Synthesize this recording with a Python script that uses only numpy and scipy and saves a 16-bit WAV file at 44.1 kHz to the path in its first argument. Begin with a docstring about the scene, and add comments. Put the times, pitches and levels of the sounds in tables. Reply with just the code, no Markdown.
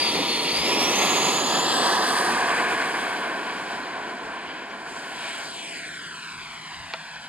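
"""Model jet taking off

A model jet with two electric ducted fans spools up on a paved runway, rolls away and lifts off after five seconds.
Fan speed, distance and the aim of the nozzles set the whine of the blades and the noisy rush of the exhaust.
The bounce off the pavement combs the rush with peaks and dips, and the comb sweeps down as the jet climbs.
Faint tones, a tiny tick and a fainter rising chirp join in; a light breeze touches the two-port microphone,
and plastic clicks close by near the end."""
import sys
import numpy as np
from scipy import signal
from scipy.fft import rfft, irfft, next_fast_len
from scipy.io import wavfile

SR = 44100
rng = np.random.default_rng(int(sys.argv[2]) if len(sys.argv) > 2 else 0)


def output_pcm(signal):
    """Save a mono or channel-first signal as 16-bit PCM at the path in sys.argv[1].

    Samples are clipped to [-1, 1] before scaling.
    """
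    pcm = np.clip(np.atleast_2d(signal).T, -1, 1) * 32767
    wavfile.write(sys.argv[1], SR, np.round(pcm).astype(np.int16))


N = 321092
T = np.arange(N) / SR

# the full-power pitch that levels and air loss refer to
FULL_POWER_HZ = 8200
# at full power the pitch sinks towards this much lower, as the battery sags and the jet gathers speed
SAG_FROM_S, SAG_HZ, SAG_S = 2.3, 400, 1.45
# the take-off run, straight away from the microphone
START_M, ROLL_S, THRUST_M_S2, TOP_SPEED_M_S = 0.77, 0.57, 1.725, 8.74
MIC_HEIGHT_M, NOZZLE_HEIGHT_M = 1.576, 0.06
# the climb: lift-off, the time it takes to round out, rate of climb and its growth
LIFT_S, ROUND_OUT_S, CLIMB_M_S, CLIMB_M_S2 = 5.3, 0.018, 1.844, 0.38
# the jet counts as below the microphone up to the first distance, and as ahead of it from the second
BELOW_M, AHEAD_M = 2.7, 5.0
# half angle of the cone behind the nozzles in which the treble is weak
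CONE_DEG = 19.4
# loss in the air at FULL_POWER_HZ; it grows with the square of frequency
AIR_DB_PER_M = 0.0625
# share of the sound that bounces, before the treble fades
BOUNCE_SHARE = 0.68
# pitch above which the bounce fades: on the ground, at microphone height, and from STEEP_M up
BOUNCE_ROLLING_HZ, BOUNCE_FLYING_HZ, BOUNCE_STEEP_HZ, STEEP_M = 2880, 7000, 3700, 2.8
# the dips fill in as the jet climbs about this far above the horizon
DIPS_FILL_DEG = 3.6
# hump of hiss around the blade tone: height and half width
WAKE_DB, WAKE_WIDTH_HZ = 3.5, 570
# the whine at 1 m and full power, its change per doubling of fan speed, and its change inside the cone
WHINE_DB, WHINE_SPEED_DB, WHINE_CONE_DB = -21.5, 2.5, -15
# how much slower the second fan turns (share of the speed), and how far that wanders (share of the slip)
SPOOL_SLIP, FULL_SLIP, SLIP_WANDER = 0.0068, 0.0028, 0.452
# light breeze before its filter and gusting, dB per Hz
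BREEZE_DB = -81.5
TOP_HZ = 14200


def undb(db):
    """Turn decibels into gain."""
    return 10 ** (np.asarray(db) / 20)


def bump(x, centre, width):
    """A bell of height 1; it has dropped to about a third one width from its centre."""
    return np.exp(-((x - centre) / width) ** 2)


def curve(rows, t, axis=1):
    """One column of a table, joined by straight lines."""
    rows = np.asarray(rows, float)
    return np.interp(t, rows[:, 0], rows[:, axis])


def colour(rows, hz, axis=1):
    """A spectrum joined by straight lines over log frequency."""
    rows = np.asarray(rows, float)
    return np.interp(np.log(hz + 1), np.log(rows[:, 0]), rows[:, axis])


def walk(rate, t=T):
    """Smooth chance with a spread near 1, turning about rate times a second."""
    knots = rng.standard_normal(int(rate * N / SR) + 2)
    smooth = signal.resample(knots, len(knots) * 16)
    return np.interp(t * rate * 16, np.arange(len(smooth)), smooth)


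def noise(gain_at, channels=1, size=1024):
    """Unrelated noises shaped by gain_at(Hz, s), a gain per root Hz."""
    frame = dict(fs=SR, nperseg=size, noverlap=size - size // 4)
    white = rng.standard_normal((channels, N)) * np.sqrt(SR / 2)
    hz, t, bins = signal.stft(white, **frame)
    _, shaped = signal.istft(bins * gain_at(hz[:, None], t), **frame)
    return shaped[:, :N]


def filtered(x, gain_at):
    """A fixed filter with the response gain_at(Hz)."""
    size = next_fast_len(N + SR // 10)
    hz = np.fft.rfftfreq(size, 1 / SR)
    return irfft(rfft(x, size) * gain_at(hz), size)[..., :N]


def blade_rate(t):
    """Blade rate of the leading fan in Hz: it first sinks a little, climbs in steps to full power, then sags."""
    # throttle curve before the sag: (time [s], blade rate [Hz])
    throttle_steps = [(0, 4680), (.05, 4660), (.13, 4490), (.3, 4398), (.46, 4365), (.59, 4737),
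                      (.71, 5300), (.82, 5504), (.91, 5900), (.97, 6360), (1.04, 6619), (1.1, 6660),
                      (1.22, 6660), (1.29, 6767), (1.48, 6745), (1.55, 7001), (1.63, 7111), (1.83, 8030),
                      (2.02, 8130), (2.13, 8440), (2.3, 8485)]
    sag = SAG_HZ * (1 - np.exp(-np.maximum(t - SAG_FROM_S, 0) / SAG_S))
    return curve(throttle_steps, t) - sag


def position(t):
    """Metres along the runway and above it: thrust works against drag, then the jet climbs."""
    rolling = np.maximum(t - ROLL_S, 0)
    drag_m = TOP_SPEED_M_S ** 2 / THRUST_M_S2
    along = START_M + drag_m * np.log(np.cosh(THRUST_M_S2 * rolling / TOP_SPEED_M_S))
    # seconds in the air, with a soft start
    flying = ROUND_OUT_S * np.logaddexp(0, (t - LIFT_S) / ROUND_OUT_S)
    height = NOZZLE_HEIGHT_M + CLIMB_M_S * flying + CLIMB_M_S2 * flying ** 2 / 2
    return along, height


def sight(t):
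    """Distance in metres and degrees above the horizon, as seen from the microphone."""
    along, height = position(t)
    above_mic = height - MIC_HEIGHT_M
    return np.hypot(along, above_mic), np.degrees(np.arctan2(above_mic, along))


def radiated(t, full_db, speed_db, cone_db):
    """Level in dB sent to the microphone: it follows fan speed and changes when the nozzles point at it."""
    # the nose lifts just before the wheels leave the ground: (time [s], angle [degrees])
    nose_up = [(4.77, -6), (4.9, 2), (5.1, 12), (5.3, 21.5), (6, 48), (7.28, 40)]
    _, elevation = sight(t)
    in_cone = bump(elevation, curve(nose_up, t), CONE_DEG)
    doublings = np.log2(blade_rate(t) / FULL_POWER_HZ)
    return full_db + speed_db * doublings + cone_db * in_cone


def journey(hz, t):
    """Change in dB on the way to the microphone: spreading, loss in the air and passing swells."""
    # part of the spectrum swells or sinks for a moment:
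    # (time [s], half length [s], centre [Hz], half width [octaves], level [dB])
    swell_rows = [(0.206, 0.058, 284, 1.2, 6), (0.773, 0.13, 415, 1, 4), (1.1, 0.42, 193, 0.54, 3),
                  (1.466, 0.28, 2940, 1.26, -2.5), (1.73, 0.095, 3440, 0.29, 3),
                  (1.853, 0.46, 2310, 0.15, -11), (2.184, 0.18, 9800, 0.4, 6.5),
                  (2.603, 0.3, 1900, 1.1, 3.5), (3.067, 0.26, 6960, 2.8, 3.5), (3.66, 0.2, 7800, 1.45, 5),
                  (4.494, 0.14, 2840, 0.72, 4.5), (4.955, 0.096, 7640, 0.74, 6),
                  (5.344, 0.18, 3380, 0.78, 6), (5.674, 0.29, 2400, 0.69, 3), (5.45, 0.65, 7950, 0.49, 5),
                  (0.152, 0.3, 3550, 0.13, 4.5), (2.55, 0.22, 2520, 0.11, 2), (2.57, .1, 7660, 0.13, 4),
                  (1.85, .16, 1780, .13, 2), (.2, .6, 1580, .09, 2.5), (.2, .45, 1230, .08, 2),
                  (0.998, 0.3, 12900, 0.23, 6), (1.05, 0.33, 7560, 0.14, 4.5), (2.1, .16, 13300, .12, 4),
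                  (4.25, 0.27, 7500, 0.38, 3), (7, 1, 3000, 1.5, 2), (6.25, 0.56, 610, 0.43, -3),
                  (2.8, 0.4, 11000, 0.56, 3), (5.2, .3, 12500, .25, 6)]
    distance, _ = sight(t)
    swells = 0
    for at, length, centre_hz, octaves, db in swell_rows:
        nearness = bump(np.log2((hz + 1) / centre_hz), 0, octaves)
        swells = swells + db * bump(t, at, length) * nearness
    spreading = 20 * np.log10(distance)
    air_loss = AIR_DB_PER_M * distance * (hz / FULL_POWER_HZ) ** 2
    return swells - spreading - air_loss


def pavement(hz, t):
    """Gain of direct sound plus its bounce, late by the longer path; the treble bounces less cleanly."""
    along, height = position(t)
    direct_m = np.hypot(along, MIC_HEIGHT_M - height)
    bounced_m = np.hypot(along, MIC_HEIGHT_M + height)
    lag = (bounced_m - direct_m) / 343  # speed of sound in m/s
    # a steep bounce scatters more
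    fade_hz = np.interp(height, [0, MIC_HEIGHT_M, STEEP_M],
                        [BOUNCE_ROLLING_HZ, BOUNCE_FLYING_HZ, BOUNCE_STEEP_HZ])
    share = BOUNCE_SHARE / (1 + (hz / fade_hz) ** 2)
    return abs(1 + share * np.exp(-2j * np.pi * hz * lag))


def resonances(hz, t):
    """Peaks and dips in dB that slide with the direction of the jet; the dips fill in as it climbs."""
    # pitch slides as the jet moves from below the microphone to the horizon:
    # (pitch below [Hz], pitch at the horizon [Hz], half width [Hz], level [dB])
    peaks_and_dips = [(736, 496, 61, -3), (760, 688, 41, 5), (977, 1008, 38, 4.5), (1586, 1205, 85, -12.5),
                      (1860, 1490, 174, 3.5), (1836, 2040, 142, -4.5), (2570, 2410, 73, 1),
                      (2940, 2700, 99, -3), (3430, 3110, 170, 3.5), (4000, 3730, 110, -3),
                      (4110, 3980, 110, 3.5), (4160, 4340, 110, -2), (4750, 4730, 190, 3.5),
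                      (5260, 5450, 130, -3), (7800, 7230, 380, 4)]
    distance, elevation = sight(t)
    steepness = MIC_HEIGHT_M / distance
    dip_depth = bump(np.maximum(elevation, 0), 0, DIPS_FILL_DEG)
    total = 0
    for below_hz, far_hz, width_hz, db in peaks_and_dips:
        centre_hz = far_hz + (below_hz - far_hz) * steepness
        depth = dip_depth if db < 0 else 1
        total = total + db * depth * bump(hz, centre_hz, width_hz)
    return total


def exhaust(dull_hz=8100, dull_width_hz=1200, dull_db=-8, dull_s=2.5, flutter_db=.5, shimmer_db=0.76):
    """Turbulent air rushes from the nozzles, fluttering as a whole, and each register shimmers in moving air."""
    # colour added to the registers: (frequency [Hz], level [dB])
    rush_colour = [(60.0, -36), (110.0, -21.5), (170.0, -6.5), (300.0, 0.5), (600.0, -2.5), (1200.0, 0.5),
                   (2200.0, 3), (3500.0, -1), (4600.0, 0.9), (5600.0, -1.3), (6700.0, -6), (7600.0, -1.6),
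                   (9000.0, 1.5), (12500.0, -14), (14000.0, -18.5)]
    # rumble, roar, rush and hiss, before that colour: (centre [Hz], level at 1 m and full power [dB per Hz],
    # change per doubling of fan speed [dB], change inside the cone [dB])
    registers = [(283, -52, 6, 2), (1126, -46, 13.5, -2), (3580, -51.5, 10, -9), (9400, -61, 7, -11)]
    # how alike the two ports hear it: (frequency [Hz], share of the power that arrives directly [0 to 1])
    port_likeness = [(100, 0.94), (1000, 0.95), (4000, .89), (6000, 0.78), (6600, 0.65), (7500, 0.93),
                     (8100, 0.97), (9000, 0.53), (11500, 0.33), (13000, 0.36)]
    centres = [row[0] for row in registers]

    def gain_at(hz, t):
        db = colour(rush_colour, hz) + flutter_db * walk(22, t)
        # each row of weights picks one register, fading into its neighbours
        for (_, full_db, speed_db, cone_db), weights in zip(registers, np.eye(len(registers))):
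            register_db = radiated(t, full_db, speed_db, cone_db) + shimmer_db * walk(28, t)
            db = db + colour(list(zip(centres, weights)), hz) * register_db
        # a broad dip near 8 kHz fades out over the first seconds
        db = db + dull_db * bump(t, 0, dull_s) * bump(hz, dull_hz, dull_width_hz)
        # blades chop the turbulent inflow into a hump of hiss around their tone
        wake_db = WAKE_DB * bump(hz, blade_rate(t), WAKE_WIDTH_HZ)
        plain = undb(db + wake_db + journey(hz, t)) * pavement(hz, t)
        # only the direct part has the peaks and dips of its direction; the scattered part fills them in
        return np.array([plain * undb(resonances(hz, t)), plain, plain])

    def likeness(hz):
        return np.clip(colour(port_likeness, hz), 0, 1)

    direct, *scattered = noise(gain_at, channels=3)
    shared = filtered(direct, lambda hz: np.sqrt(likeness(hz)))
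    separate = filtered(np.array(scattered), lambda hz: np.sqrt(1 - likeness(hz)))
    return shared + separate


def fan(blade_hz, wander=0.00047, jitter=0.0028, flutter_db=2.5, duct_hz=11200):
    """Passing blades make a tone and an overtone; uneven inflow shakes their pitch and level."""
    # before flutter and the duct: (multiple of the blade rate, level [dB])
    fan_orders = [(1, -3), (2, -17.5)]
    hz = blade_hz * (1 + wander * walk(30.06) + jitter * walk(500))
    phase = 2 * np.pi * np.cumsum(hz) / SR
    total = np.zeros(N)
    for k, db in fan_orders:
        # the duct lets little of the highest pitches out
        duct = 1 / (1 + (k * hz / duct_hz) ** 20)
        total += undb(db + flutter_db * walk(90)) * duct * np.sin(k * phase)
    return total * np.sqrt(2)


def whine(lead_db=-1, second_db=-9):
    """Two fans on one throttle, slightly apart in speed, beat against each other."""
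    # the whine flares or fades briefly: (time [s], half length [s], level [dB])
    waver_rows = [(0.02, 0.066, 5), (0.232, 0.04, -11), (0.343, 0.045, 3.5), (0.575, 0.025, 5.5),
                  (0.655, 0.06, -4), (0.925, 0.013, -4), (1.417, 0.11, -2.5), (1.58, .04, 2),
                  (1.687, .05, -4), (2.0, 0.1, -7), (2.15, 0.05, 2), (2.22, .025, -6), (2.4, 0.23, 1.5),
                  (5.297, 0.11, 5), (5.68, 0.17, 3.5), (7.2, .4, -4)]
    hz = blade_rate(T)
    slip = np.where(T < SAG_FROM_S, SPOOL_SLIP, FULL_SLIP) * (1 + SLIP_WANDER * walk(3))
    pair = undb(lead_db) * fan(hz) + undb(second_db) * fan(hz * (1 - slip))
    wavers = sum(db * bump(T, at, length) for at, length, db in waver_rows)
    level_db = radiated(T, WHINE_DB, WHINE_SPEED_DB, WHINE_CONE_DB)
    return pair * undb(level_db + journey(hz, T) + wavers)


def tones(flutter_db=2.5):
    """Faint wavering sine tones and short blips swell and fade under the rush."""
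    # level is before flutter: (start [s], end [s], pitch [Hz], level [dB], waver [share of the pitch])
    tone_rows = [(-.1, .62, 952, -35, .014), (.58, .9, 968, -33.5, .016), (-.2, .8, 472, -42, .014),
                 (.25, .34, 9930, -49, .002), (4.055, 4.09, 1500, -35, .008),
                 (5.08, 5.97, 677, -46.8, .003), (5.9, 7.6, 677, -59, .003), (5.4, 8.4, 158, -53.5, .003)]
    out = np.zeros(N)
    for start, end, hz, db, waver in tone_rows:
        progress = np.clip((T - start) / (end - start), 0, 1)
        swell = np.sqrt(np.abs(np.sin(np.pi * progress)))
        phase = 2 * np.pi * np.cumsum(hz * (1 + waver * walk(70))) / SR
        out += swell * undb(db + flutter_db * walk(25)) * np.sin(phase)
    return out


def ports(x):
    """Sound reaches the two ports with different lags and levels; from close below, left has treble notches."""
    # (frequency [Hz], phase by which the left port leads [radians])
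    port_phase = [(0, 0), (600, -.5), (2000, -.7), (4400, -1.55), (5300, -2.75), (6000, -3.1), (6400, -4.2),
                  (7060, -6.9), (7500, -8.2), (8000, -8.9), (8150, -8.8), (8450, -9.25), (9300, -8.8),
                  (10700, -8.9), (12000, -6.7), (13200, -7.5), (14000, -9.3)]
    # left minus right: (frequency [Hz], level from below [dB], level from ahead [dB])
    port_balance = [(60, 2.5, 3), (380, 0, 0.5), (750, -2.5, -1), (1290, -1.3, -0.5), (1500, 0, -0.5),
                    (2400, .5, 1.5), (4300, 1, 1.5), (4900, 3.5, 4), (5600, -6, 3), (6140, -1.5, -3),
                    (6700, -14, -2), (7050, 1, .5), (7500, 4.5, 6), (8150, -.5, -.5), (8570, -8, -6.5),
                    (9300, -9, -8), (10200, -11, -4.5), (11400, -21, -5), (12500, -14, -1.5),
                    (13500, -7, -2)]

    def response(hz, axis):
        # each port takes half of the difference, and their mean power stays the same
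        half = undb(colour(port_balance, hz, axis) / 2) * np.exp(.5j * curve(port_phase, hz))
        mean_power = (abs(half) ** 2 + abs(half) ** -2) / 2
        return np.array([half, 1 / half]) / np.sqrt(mean_power)

    distance, _ = sight(T)
    ahead = np.interp(distance, [BELOW_M, AHEAD_M], [0, 1])
    from_below = filtered(x, lambda hz: response(hz, axis=1))
    from_ahead = filtered(x, lambda hz: response(hz, axis=2))
    return (1 - ahead) * from_below + ahead * from_ahead


def outdoors(gust_db=4.5, breeze_hz=115, lowest_hz=70, apart=0.9):
    """The low murmur of the open field, and low-pitched gusts that partly differ between the ports."""
    # open-air background: (frequency [Hz], level [dB per Hz])
    field_colour = [(30, -95), (110, -91), (155, -78.5), (205, -77), (280, -82), (350, -102), (2000, -100),
                    (12000, -125)]
    # before the filter and gusting: (time [s], half length [s], level [dB per Hz])
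    gust_rows = [(.1, .1, -76), (.68, 0.24, -66), (.98, .04, -67), (2.0, .06, -71), (2.35, 0.16, -78),
                 (2.719, .2, -75), (6.48, 0.12, -73), (6.85, 0.08, -78)]

    def gusts(hz, t):
        band = hz ** 2 / (hz ** 2 + lowest_hz ** 2) / (1 + (hz / breeze_hz) ** 4)
        breeze = undb(BREEZE_DB) + sum(undb(db) * bump(t, at, length) for at, length, db in gust_rows)
        return breeze * undb(gust_db * walk(10, t)) * band

    field = noise(lambda hz, t: undb(colour(field_colour, hz)), size=4096)
    common, *own = noise(gusts, channels=3, size=4096)
    return field + common + apart * np.array(own)


def tick_and_chirp():
    """A tiny high tick, then a fainter short chirp: brief sine bursts that rise in pitch."""
    # (time [s], half length [s], pitch [Hz], rise [Hz per s], level [dB])
    burst_rows = [(3.836, .002, 4250, 60000, -36.5), (4.706, .013, 5730, 16000, -59)]
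    out = np.zeros(N)
    for at, length, hz, rise, db in burst_rows:
        since = T - at
        phase = 2 * np.pi * (hz + rise * since / 2) * since
        out += undb(db) * bump(T, at, length) * np.sin(phase)
    return out


def click():
    """A snap and two softer rebounds ring a small plastic body."""
    # the contacts: (time [s], peak level [dB], contact time [ms])
    contacts = [(6.9368, -12.5, 0.087), (6.9394, -16.5, 0.29), (6.9426, -21.5, 0.27)]
    # what rings, before each contact sets the mix: (pitch [Hz], level [dB], time to fall 60 dB [s])
    modes = [(508, -11.5, 0.04), (655, -12, 0.089), (920, -2, .02), (1367, -2.5, 0.065), (1780, -1, .012),
             (2370, 4.5, 0.012), (2810, -1, 0.017), (3500, 7, 0.0062), (4140, 3.5, 0.013),
             (4660, 8, 0.0044)]
    out, t = np.zeros(N), np.arange(SR // 10) / SR
    for start, db, contact_ms in contacts:
        contact = contact_ms / 1000
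        ring = np.zeros(len(t))
        for k, (hz, mode_db, t60) in enumerate(modes):
            # a longer contact feeds the high modes less
            softening = 1 + (2 * hz * contact) ** 2
            ring += (-1) ** k * undb(mode_db - 60 * t / t60) * np.sin(2 * np.pi * hz * t) / softening
        # the ring builds up over the contact
        ring *= 1 - bump(t, 0, contact)
        i = int(start * SR)
        out[i:i + len(t)] += undb(db) * ring / np.abs(ring).max()
    return out


def scene():
    """The jet and faint tones pass through the ports; the open air, tick, chirp and click are added."""
    jet_and_tones = exhaust() + whine() + tones()
    return ports(jet_and_tones) + outdoors() + tick_and_chirp() + click()


def record(dry):
    """A steep low-pass filter cuts the top of the treble."""
    top_cut = signal.ellip(12, .2, 80, TOP_HZ, fs=SR, output="sos")
    return signal.sosfilt(top_cut, dry)


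dry = scene()
out = record(dry)
output_pcm(out)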